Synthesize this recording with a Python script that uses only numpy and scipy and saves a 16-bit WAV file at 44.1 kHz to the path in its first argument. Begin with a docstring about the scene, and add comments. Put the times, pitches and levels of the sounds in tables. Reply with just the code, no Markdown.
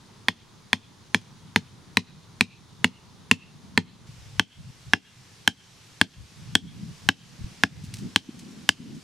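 """Leaves hiss over a low rumble and a light breeze. From 0.3 s a wooden stake is driven into dry ground with
the back of a heavy knife: nine blows from a few steps away, then from 4.4 s nine from close by, with gusts.
Each blow is a crack, a short wooden knock of fading tones and a thud of soil tones; filtered noise makes
the crunch, the scatter from the scrub, the faint tree echo, the wind and the leaves. Litter snaps mostly near
the end. Throughout, a limiter turns everything down after loud peaks and lets it recover slowly."""
import sys
import numpy as np
from scipy import signal
from scipy.io import wavfile
from scipy.ndimage import uniform_filter1d, minimum_filter1d

SR = 44100
rng = np.random.default_rng(int(sys.argv[2]) if len(sys.argv) > 2 else 0)


def to_wav(s):
    """Save 16-bit WAV."""
    ch = np.atleast_2d(s).T  # columns
    pcm = np.round(np.clip(ch, -1, 1) * 32767)  # PCM
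    wavfile.write(sys.argv[1], SR, pcm.astype(np.int16))


N = 398223
TIME = np.arange(N) / SR
CLOSE_START_S = 4.07  # blows and leaf hiss belong to the far place before this, to the close place after

# light breeze on the microphone: (time [s], level before flutter [dB], centre of the eddies [Hz])
BREEZE_POINTS = [(0, -58, 187), (1.0, -57.5, 175.2), (1.35, -52, 151.4), (2.9, -54, 149.5),
                 (3.9, -48, 167.5), (4.251, -53.5, 115), (5.8, -63.5, 165), (7.1, -51, 144),
                 (9.03, -52.5, 230)]
# gusts on top of it: (start [s], length before release [s], level before flutter [dB], centre [Hz])
GUST_EVENTS = [(4.04, 0.35, -48, 100), (4.558, .13, -39.5, 112), (4.83, 0.074, -48, 100),
               (6.155, 0.081, -44.5, 88), (6.361, .19, -40.5, 118.3), (6.596, .31, -37, 150.4),
               (7.01, 0.062, -41, 130), (7.381, 0.076, -35.5, 129), (7.692, .3, -39.5, 128),
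               (8.0, .07, -31, 189), (8.313, .31, -45.5, 209), (8.778, .2, -41.5, 205)]
GUST_ATTACK_S, GUST_RELEASE_S = 0.031, 0.033
# powers of frequency by which the wind noise rises and falls around a corner (a multiple of its centre)
EDDY_RISE, EDDY_FALL, EDDY_CORNER = 2, 4.2, 1.094
FLUTTER_DB, FLUTTER_HZ = 2.5, 16

# soft bumps of air on the microphone: (time [s], level [dB], frequency [Hz], length [s])
AIR_BUMPS = [(7.417, -42, 50, 0.012), (7.446, -21.5, 65, 0.0038), (7.842, -24.5, 148, 0.0036),
             (8.293, -23.5, 260, 0.0033), (8.804, -31, 198, 0.0028)]

# tone colour of the leaf hiss at each place: (frequency [Hz], relative level [dB])
FAR_LEAF_SPECTRUM = [(250, -6), (400, -3), (520, -12), (700, -12), (930, -6), (1200, -9.5), (1600, -13.5),
                     (2700, -16.5), (3700, -12), (4600, -14.5), (6600, -16.5), (8100, -24.5), (9600, -22.5),
                     (16000, -43.5)]
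NEAR_LEAF_SPECTRUM = [(240, 2.5), (400, 3.5), (496, -1), (626, -3), (893, 0), (1380, -2), (2220, -1.5),
                      (2800, -1), (3260, -1), (5780, -1.5), (10100, -12), (14600, -24.5), (16000, -50)]
# the far hiss is steady; the close hiss starts from its base level, swells and eases off
FAR_HISS_DB, NEAR_HISS_BASE_DB = -55, -53
SWELL_DB, SWELL_TOP_S, SWELL_WIDTH_S = 2.5, 7.58, 0.99

# dry litter and stalks: (time [s], level before fading [dB], decay time constant [s])
LITTER_BURSTS = [(1.213, -50, .004), (7.837, -45.5, 0.022), (7.939, -36, 0.0096), (7.955, -50, 0.056),
                 (7.984, -42.5, 0.016), (8.39, -45.5, 0.018), (8.511, -53, 0.0087), (8.951, -53, .02)]

# sound scattered by ground and scrub: (frequency [Hz], relative level [dB])
SCATTER_SPECTRUM = [(100, -31), (300, -15), (800, -12.5), (1600, -26), (3000, -22.5), (5000, -18.5),
                    (9000, -19), (15000, -25)]
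# how long the scatter lasts: (frequency [Hz], time to fade by 60 dB [s])
SCATTER_FADE = [(150, 0.18), (1000, 0.059), (3000, 0.12), (10000, 0.089)]
# echo from the trees: (frequency [Hz], relative level [dB])
TREE_SPECTRUM = [(200, -41.5), (900, -49), (1700, -49), (2800, -38), (4000, -36.5), (9000, -55)]

# tones of the stake, shallow and then deeper in the ground, before each blow's own tuning and level:
# (frequency [Hz], relative level [dB], time to fade by 60 dB [s])
FAR_STAKE_TONES = [(1014, -0.6, 0.0137), (1060, -16.7, 0.0084), (1884, 6.2, 0.0104), (2097, 9.0, 0.0089),
                   (3348, 4.1, 0.0087), (4322, 1.2, 0.0087)]
NEAR_STAKE_TONES = [(867, 1.6, .011), (1092, 13.2, 0.0055), (1622, 15.9, 0.0092), (1915, 9, 0.0064),
                    (2675, 7.9, 0.01), (5204, 4.2, 0.0069)]
# tones of the stake bouncing on the soil, before each blow's own thud level:
# (frequency [Hz], relative level [dB], time to fade by 60 dB [s], direction of the first swing [+1 or -1])
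FAR_SOIL_TONES = [(100, -18.7, .114, -1), (158, -17.2, .079, 1), (181, -13.2, .086, -1),
                  (227, -6.5, .056, 1), (248, -16.5, .096, 1), (345, -24, .06, 1), (437, -11, .03, -1)]
NEAR_SOIL_TONES = [(100, -13, .06, -1), (174, -15.2, .071, -1), (232, -4.6, .037, 1), (263, -12.7, .067, 1),
                   (316, -15.8, .041, -1), (420, -11, .028, 1)]
# faint ring of the steel blade, damped by the hand:
# (frequency [Hz], level [dB], time to fade by 60 dB [s])
BLADE_TONES = [(5120, -32.5, 0.088), (6360, -40.5, 0.091), (9160, -42, 0.054)]
# one row a blow; the spot that is struck sets two short rings of blade and stake:
# (time [s], stake level [dB], stake tuning [factor], thud level [dB],
#  low ring [Hz], low ring level [dB], high ring [Hz], high ring level [dB])
BLOW_ROWS = [(0.2843, -3.5, 1, -8.5, 2345, 3, 3170, 5.5), (0.7307, -4, 0.98, -9, 2310, 5.5, 3420, 3.5),
             (1.1455, -7.5, 0.96, -7.5, 2280, 3.5, 3330, -4), (1.5602, -5, 0.96, -4, 2324, 5.5, 3530, 2),
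             (1.9707, -2, 1.003, -2, 2410, 12, 3960, 9.5), (2.409, -2.5, 0.98, -1, 2430, 17, 4020, 10.5),
             (2.8438, -2.4, 0.99, -2.3, 2780, 10.5, 3630, -10.8),
             (3.3126, 0.2, 1.045, 1.2, 2630, 18.5, 3940, 4.5), (3.776, 2.3, 0.98, 4.6, 2355, 10.5, 4040, 7),
             (4.3958, 5.5, 1.015, 6, 3080, 22.5, 3980, 12), (4.9345, 8.5, 1.03, 6.1, 3200, 19, 3760, 4.5),
             (5.4764, 0.5, 1.024, 0, 3110, 19, 3890, 8.6), (6.0133, 2.4, 1.023, 4.5, 3190, 17.5, 4440, 10),
             (6.553, -2.5, 1.03, 2.5, 3260, 20, 4230, 8), (7.0887, 3.5, 1.01, 4, 3026, 19.5, 3750, 12),
             (7.6357, 2, 1, 2, 3080, 9.5, 3350, 6), (8.1603, -4, 1.04, -3, 3050, 16, 3900, 9.5),
             (8.6908, -5, 1.05, -7.5, 2980, 12.3, 4820, 7.5)]
RING_T60_S = 0.0068
# a harder contact rings more; crack and crunch grow with the low ring [dB per dB]
CRACK_PER_RING, GRIT_PER_RING = 0.78, 0.33

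# the two microphone ports differ by a weak reflection off the camera body
PORT_DELAY_S, PORT_DB = 0.00022, -16.5
EDGE_HZ = 16400  # upper edge of the finished sound


def amp(db):
    """Turns decibels into a multiplier."""
    return 10 ** (np.asarray(db) / 20)


def unit(x):
    """Scales a sound to an average (rms) strength of one."""
    return x / np.sqrt(np.mean(x ** 2) + 1e-20)


def fade_60(t, t60):
    """Natural fading: the level drops by 60 dB in each t60 seconds."""
    return np.exp(-np.log(1000) * t / t60)


def read(points, hz):
    """Reads between the points of a table, with frequency on a log scale."""
    f, value = np.transpose(points)
    return np.interp(np.log(hz + 1), np.log(f + 1), value)


def add(mix, s, sound):
    """Mixes a sound in at time s, cutting it off at the end of the mix."""
    part = mix[..., round(s * SR):][..., :sound.shape[-1]]
    part += sound[..., :part.shape[-1]]


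def cut(x, hz, kind, order=2):
    """Keeps low, high or middle frequencies with a smooth (Butterworth) filter."""
    sos = signal.butter(order, np.minimum(hz, .49 * SR), kind, fs=SR, output="sos")
    return signal.sosfilt(sos, x)


def ring(tones, t, wave):
    """A struck body sounds as a sum of tones, each fading at its own speed."""
    return sum(amp(db) * fade_60(t, t60) * wave(2 * np.pi * hz * t) for hz, db, t60 in tones)


def noise(shape, side_db, length=N, size=512):
    """Stereo noise with gain shape(Hz, s); the two close ports share most of it."""
    mid, side = rng.standard_normal((2, length))
    side = amp(side_db) * side
    pair = np.array([mid + side, mid - side])
    hz, t, spectrum = signal.stft(pair, SR, nperseg=size)
    shaped = spectrum * shape(hz[:, None], t)
    return signal.istft(shaped, SR, nperseg=size)[1][:, :length]


def rumble(db=-57.5, centre_hz=112, width=.52):
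    """A steady low rumble from far away: noise with a broad hump of low frequencies."""
    def hump(hz, t):
        distance = np.log((hz + 1) / centre_hz) / width
        return 1 / (1 + distance ** 2) ** 2
    return amp(db) * unit(cut(noise(hump, -11.5, size=4096), 45, "high"))


def eddies(centre_hz):
    """Air tumbling at the ports: a fluttering hump of low noise around centre_hz(s)."""
    def shape(hz, t):
        centre = centre_hz(t)
        ratio = hz / (EDDY_CORNER * centre)
        slopes = ratio ** EDDY_RISE / np.sqrt(1 + ratio ** (2 * (EDDY_RISE + EDDY_FALL)))
        return slopes / np.sqrt(centre)
    flutter = unit(cut(rng.standard_normal(N), FLUTTER_HZ, "low"))
    air = unit(cut(noise(shape, -6.0, size=2048), 42, "high"))
    return air * amp(FLUTTER_DB * flutter)


def breeze():
    """A light, slowly changing flow of air tumbles over the microphone."""
    s, db, centre_hz = np.transpose(BREEZE_POINTS)
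    level = amp(np.interp(TIME, s, db))
    return eddies(lambda t: np.interp(t, s, centre_hz)) * level


def gusts():
    """Each gust of air rises quickly, holds and drops away, with its own eddy pitch."""
    level = np.zeros(N)
    for start, length, db, _ in GUST_EVENTS:
        rise = (TIME - start) / GUST_ATTACK_S
        fall = 1 - (TIME - start - length) / GUST_RELEASE_S
        level += amp(db) * np.clip(rise, 0, 1) * np.clip(fall, 0, 1)
    starts, _, _, centre_hz = np.transpose(GUST_EVENTS)

    def latest_centre(t):
        return centre_hz[np.maximum(np.searchsorted(starts, t) - 1, 0)]
    return eddies(latest_centre) * level


def bumps():
    """Brief swings of air pressure: a low wave under a smooth bell-shaped level."""
    out = np.zeros(N)
    for s, db, hz, length in AIR_BUMPS:
        bell = np.exp(-((TIME - s) / length) ** 2)
        out += amp(db) * bell * -np.cos(2 * np.pi * hz * (TIME - s))
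    return out


def foliage(patchy_db=0.75):
    """Countless leaves blend into a wide hiss with slowly drifting patches."""
    def hiss(spectrum):
        def shape(hz, t):
            patches = rng.standard_normal((len(hz), len(t)))
            patches = uniform_filter1d(patches, 8, 0)  # smooth over frequency
            patches = unit(uniform_filter1d(patches, 14, 1))  # smooth over time
            return amp(read(spectrum, hz) + patchy_db * patches)
        return unit(noise(shape, -5.5))
    swell = np.exp(-((TIME - SWELL_TOP_S) / SWELL_WIDTH_S) ** 2)
    far = amp(FAR_HISS_DB) * hiss(FAR_LEAF_SPECTRUM)
    near = amp(NEAR_HISS_BASE_DB + SWELL_DB * swell) * hiss(NEAR_LEAF_SPECTRUM)
    return np.where(TIME < CLOSE_START_S, far, near)


def litter(grain_db=5.5):
    """Dry leaves crackle in short bursts of tiny snaps of uneven strength."""
    t, out = np.arange(SR // 4) / SR, np.zeros(N)
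    for s, db, decay in LITTER_BURSTS:
        # about 5000 snaps per second, a few of them much stronger
        snaps = rng.standard_normal(len(t)) * (rng.random(len(t)) < 5000 / SR)
        snaps *= amp(grain_db * np.minimum(rng.exponential(1, len(t)), 4))
        crackle = unit(cut(snaps, [2300, 8500], "band"))
        add(out, s, amp(db) * crackle * np.exp(-t / decay))
    return out


def outdoors(x, rows, scatter_db, echo_db, echo_s):
    """Each blow is scattered by the scrub close by, then returns faintly from a row of trees."""
    length = SR // 3
    t, out = np.arange(length) / SR, np.zeros((2, N))

    def scatter_shape(hz, u):
        return amp(read(SCATTER_SPECTRUM, hz)) * fade_60(u, read(SCATTER_FADE, hz))

    def tree_shape(hz, u):
        return amp(read(TREE_SPECTRUM, hz))
    for s in np.transpose(rows)[0]:
        scatter = noise(scatter_shape, -5.5, length, size=256)
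        scatter *= (1 - np.exp(-t / 0.0018)) * amp(scatter_db) / np.sqrt(0.0064 * SR)
        # a short and a longer hump of echo share one centre
        swell = .45 * np.exp(-((t - echo_s) / .012) ** 2)
        swell += .7 * np.exp(-((t - echo_s) / .07) ** 2)
        echo = noise(tree_shape, -10, length) * swell * amp(echo_db) / np.sqrt(0.066 * SR)
        blow = x[None, round(s * SR):][:, :length]
        add(out, s, signal.fftconvolve(blow, scatter + echo, axes=1))
    return out


def grit(rows, db, t60=0.11):
    """Dry soil crunches as the point sinks: fading grains, stronger after a sharper blow."""
    t, out = np.arange(SR // 5) / SR, np.zeros(N)
    for s, _, _, _, _, ring_db, _, _ in rows:
        grains = rng.standard_normal(len(t)) * (rng.random(len(t)) < 12000 / SR)
        crunch = unit(cut(grains, [2800, 6400], "band")) * fade_60(t, t60)
        add(out, s + 0.0032, amp(db + GRIT_PER_RING * ring_db) * crunch)
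    return out


def blows(rows, stake, soil, contact_s, low_edge_hz, top_edge_hz, crack_db, crack_t60):
    """Steel meets end grain: a crack, a few cycles of knock, then the soil takes the push."""
    t, out = np.arange(SR // 4) / SR, np.zeros(N)
    # soil tones of nearby pitch beat against each other, so the thud swells and fades
    thud = sum(np.sign(way) * ring([tone], t, np.sin) for *tone, way in soil)
    thud = cut(thud * (1 - np.exp(-t / .002)), 60, "high", order=3)
    for s, stake_db, tuning, thud_db, low_hz, low_db, high_hz, high_db in rows:
        tones = [(hz * tuning, db + stake_db, t60) for hz, db, t60 in stake]
        tones += [(low_hz, low_db, RING_T60_S), (high_hz, high_db, RING_T60_S)]
        # crushed fibres on top cushion the contact, and the thin stake radiates little bass
        knock = ring(tones, t, np.cos) * (1 - np.exp(-t / contact_s))
        knock = cut(knock, [low_edge_hz, top_edge_hz], "band")
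        # the ground and the cardboard box close by throw the knock back within milliseconds
        lags = rng.uniform(.0008, .004, size=2)
        knock = knock + sum(amp(-14.5) * np.interp(t - lag, t, knock) for lag in lags)
        knock = knock + ring(BLADE_TONES, t, np.sin)
        crack = cut(rng.standard_normal(len(t)), [4000, 9000], "band") * fade_60(t, crack_t60)
        crack_level = amp(crack_db + CRACK_PER_RING * low_db)
        add(out, s, knock + amp(thud_db) * thud + crack_level * crack)
    return out


def ports(x, pan_db):
    """Nearly the same sound reaches both ports; a weak late copy is added in one, subtracted in the other."""
    side = amp(PORT_DB) * np.interp(TIME - PORT_DELAY_S, TIME, x)
    return np.array([x + side, x - side]) * amp([[pan_db / 2], [-pan_db / 2]])


def scene():
    """The two runs of blows in the open air, with the wind, leaves and litter around them."""
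    far_rows = [row for row in BLOW_ROWS if row[0] < CLOSE_START_S]
    near_rows = [row for row in BLOW_ROWS if row[0] >= CLOSE_START_S]
    background = rumble() + breeze() + gusts() + bumps() + foliage() + litter()
    far = blows(far_rows, FAR_STAKE_TONES, FAR_SOIL_TONES, contact_s=0.00076,
                low_edge_hz=540, top_edge_hz=5100, crack_db=-14.5, crack_t60=0.012)
    near = blows(near_rows, NEAR_STAKE_TONES, NEAR_SOIL_TONES, contact_s=0.0007,
                 low_edge_hz=803, top_edge_hz=7000, crack_db=-13.0, crack_t60=0.012)
    returns = outdoors(far, far_rows, scatter_db=2.0, echo_db=0.5, echo_s=.11)
    returns += outdoors(near, near_rows, scatter_db=-0.5, echo_db=-5.0, echo_s=0.13)
    soil = grit(far_rows, db=-38.5) + grit(near_rows, db=-36.0)
    direct = ports(far, pan_db=-.3) + ports(near, pan_db=.6)
    return background + returns + soil + direct


def record(dry, ceiling_db=1.22, recovery_s=0.14):
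    """A limiter turns loud peaks down just ahead of time and recovers slowly; then the top treble is cut."""
    peak = -minimum_filter1d(-abs(dry).max(0), size=31)  # loudest sample within about 0.3 ms either side
    over_db = np.maximum(20 * np.log10(peak + 1e-9) - ceiling_db, 0)
    # each cut in level, in dB, shrinks back exponentially until a larger one takes over
    fade = np.exp(-TIME / max(recovery_s, .02))
    cut_db = np.maximum.accumulate(over_db / fade) * fade
    held = np.clip(dry * amp(-cut_db), -1, 1)  # the ceiling is above full scale, so tips are clipped
    treble_cut = signal.firwin(255, EDGE_HZ, window=("kaiser", 9), fs=SR)
    return signal.oaconvolve(held, treble_cut[None], "same")


dry = scene()
out = record(dry)
to_wav(out)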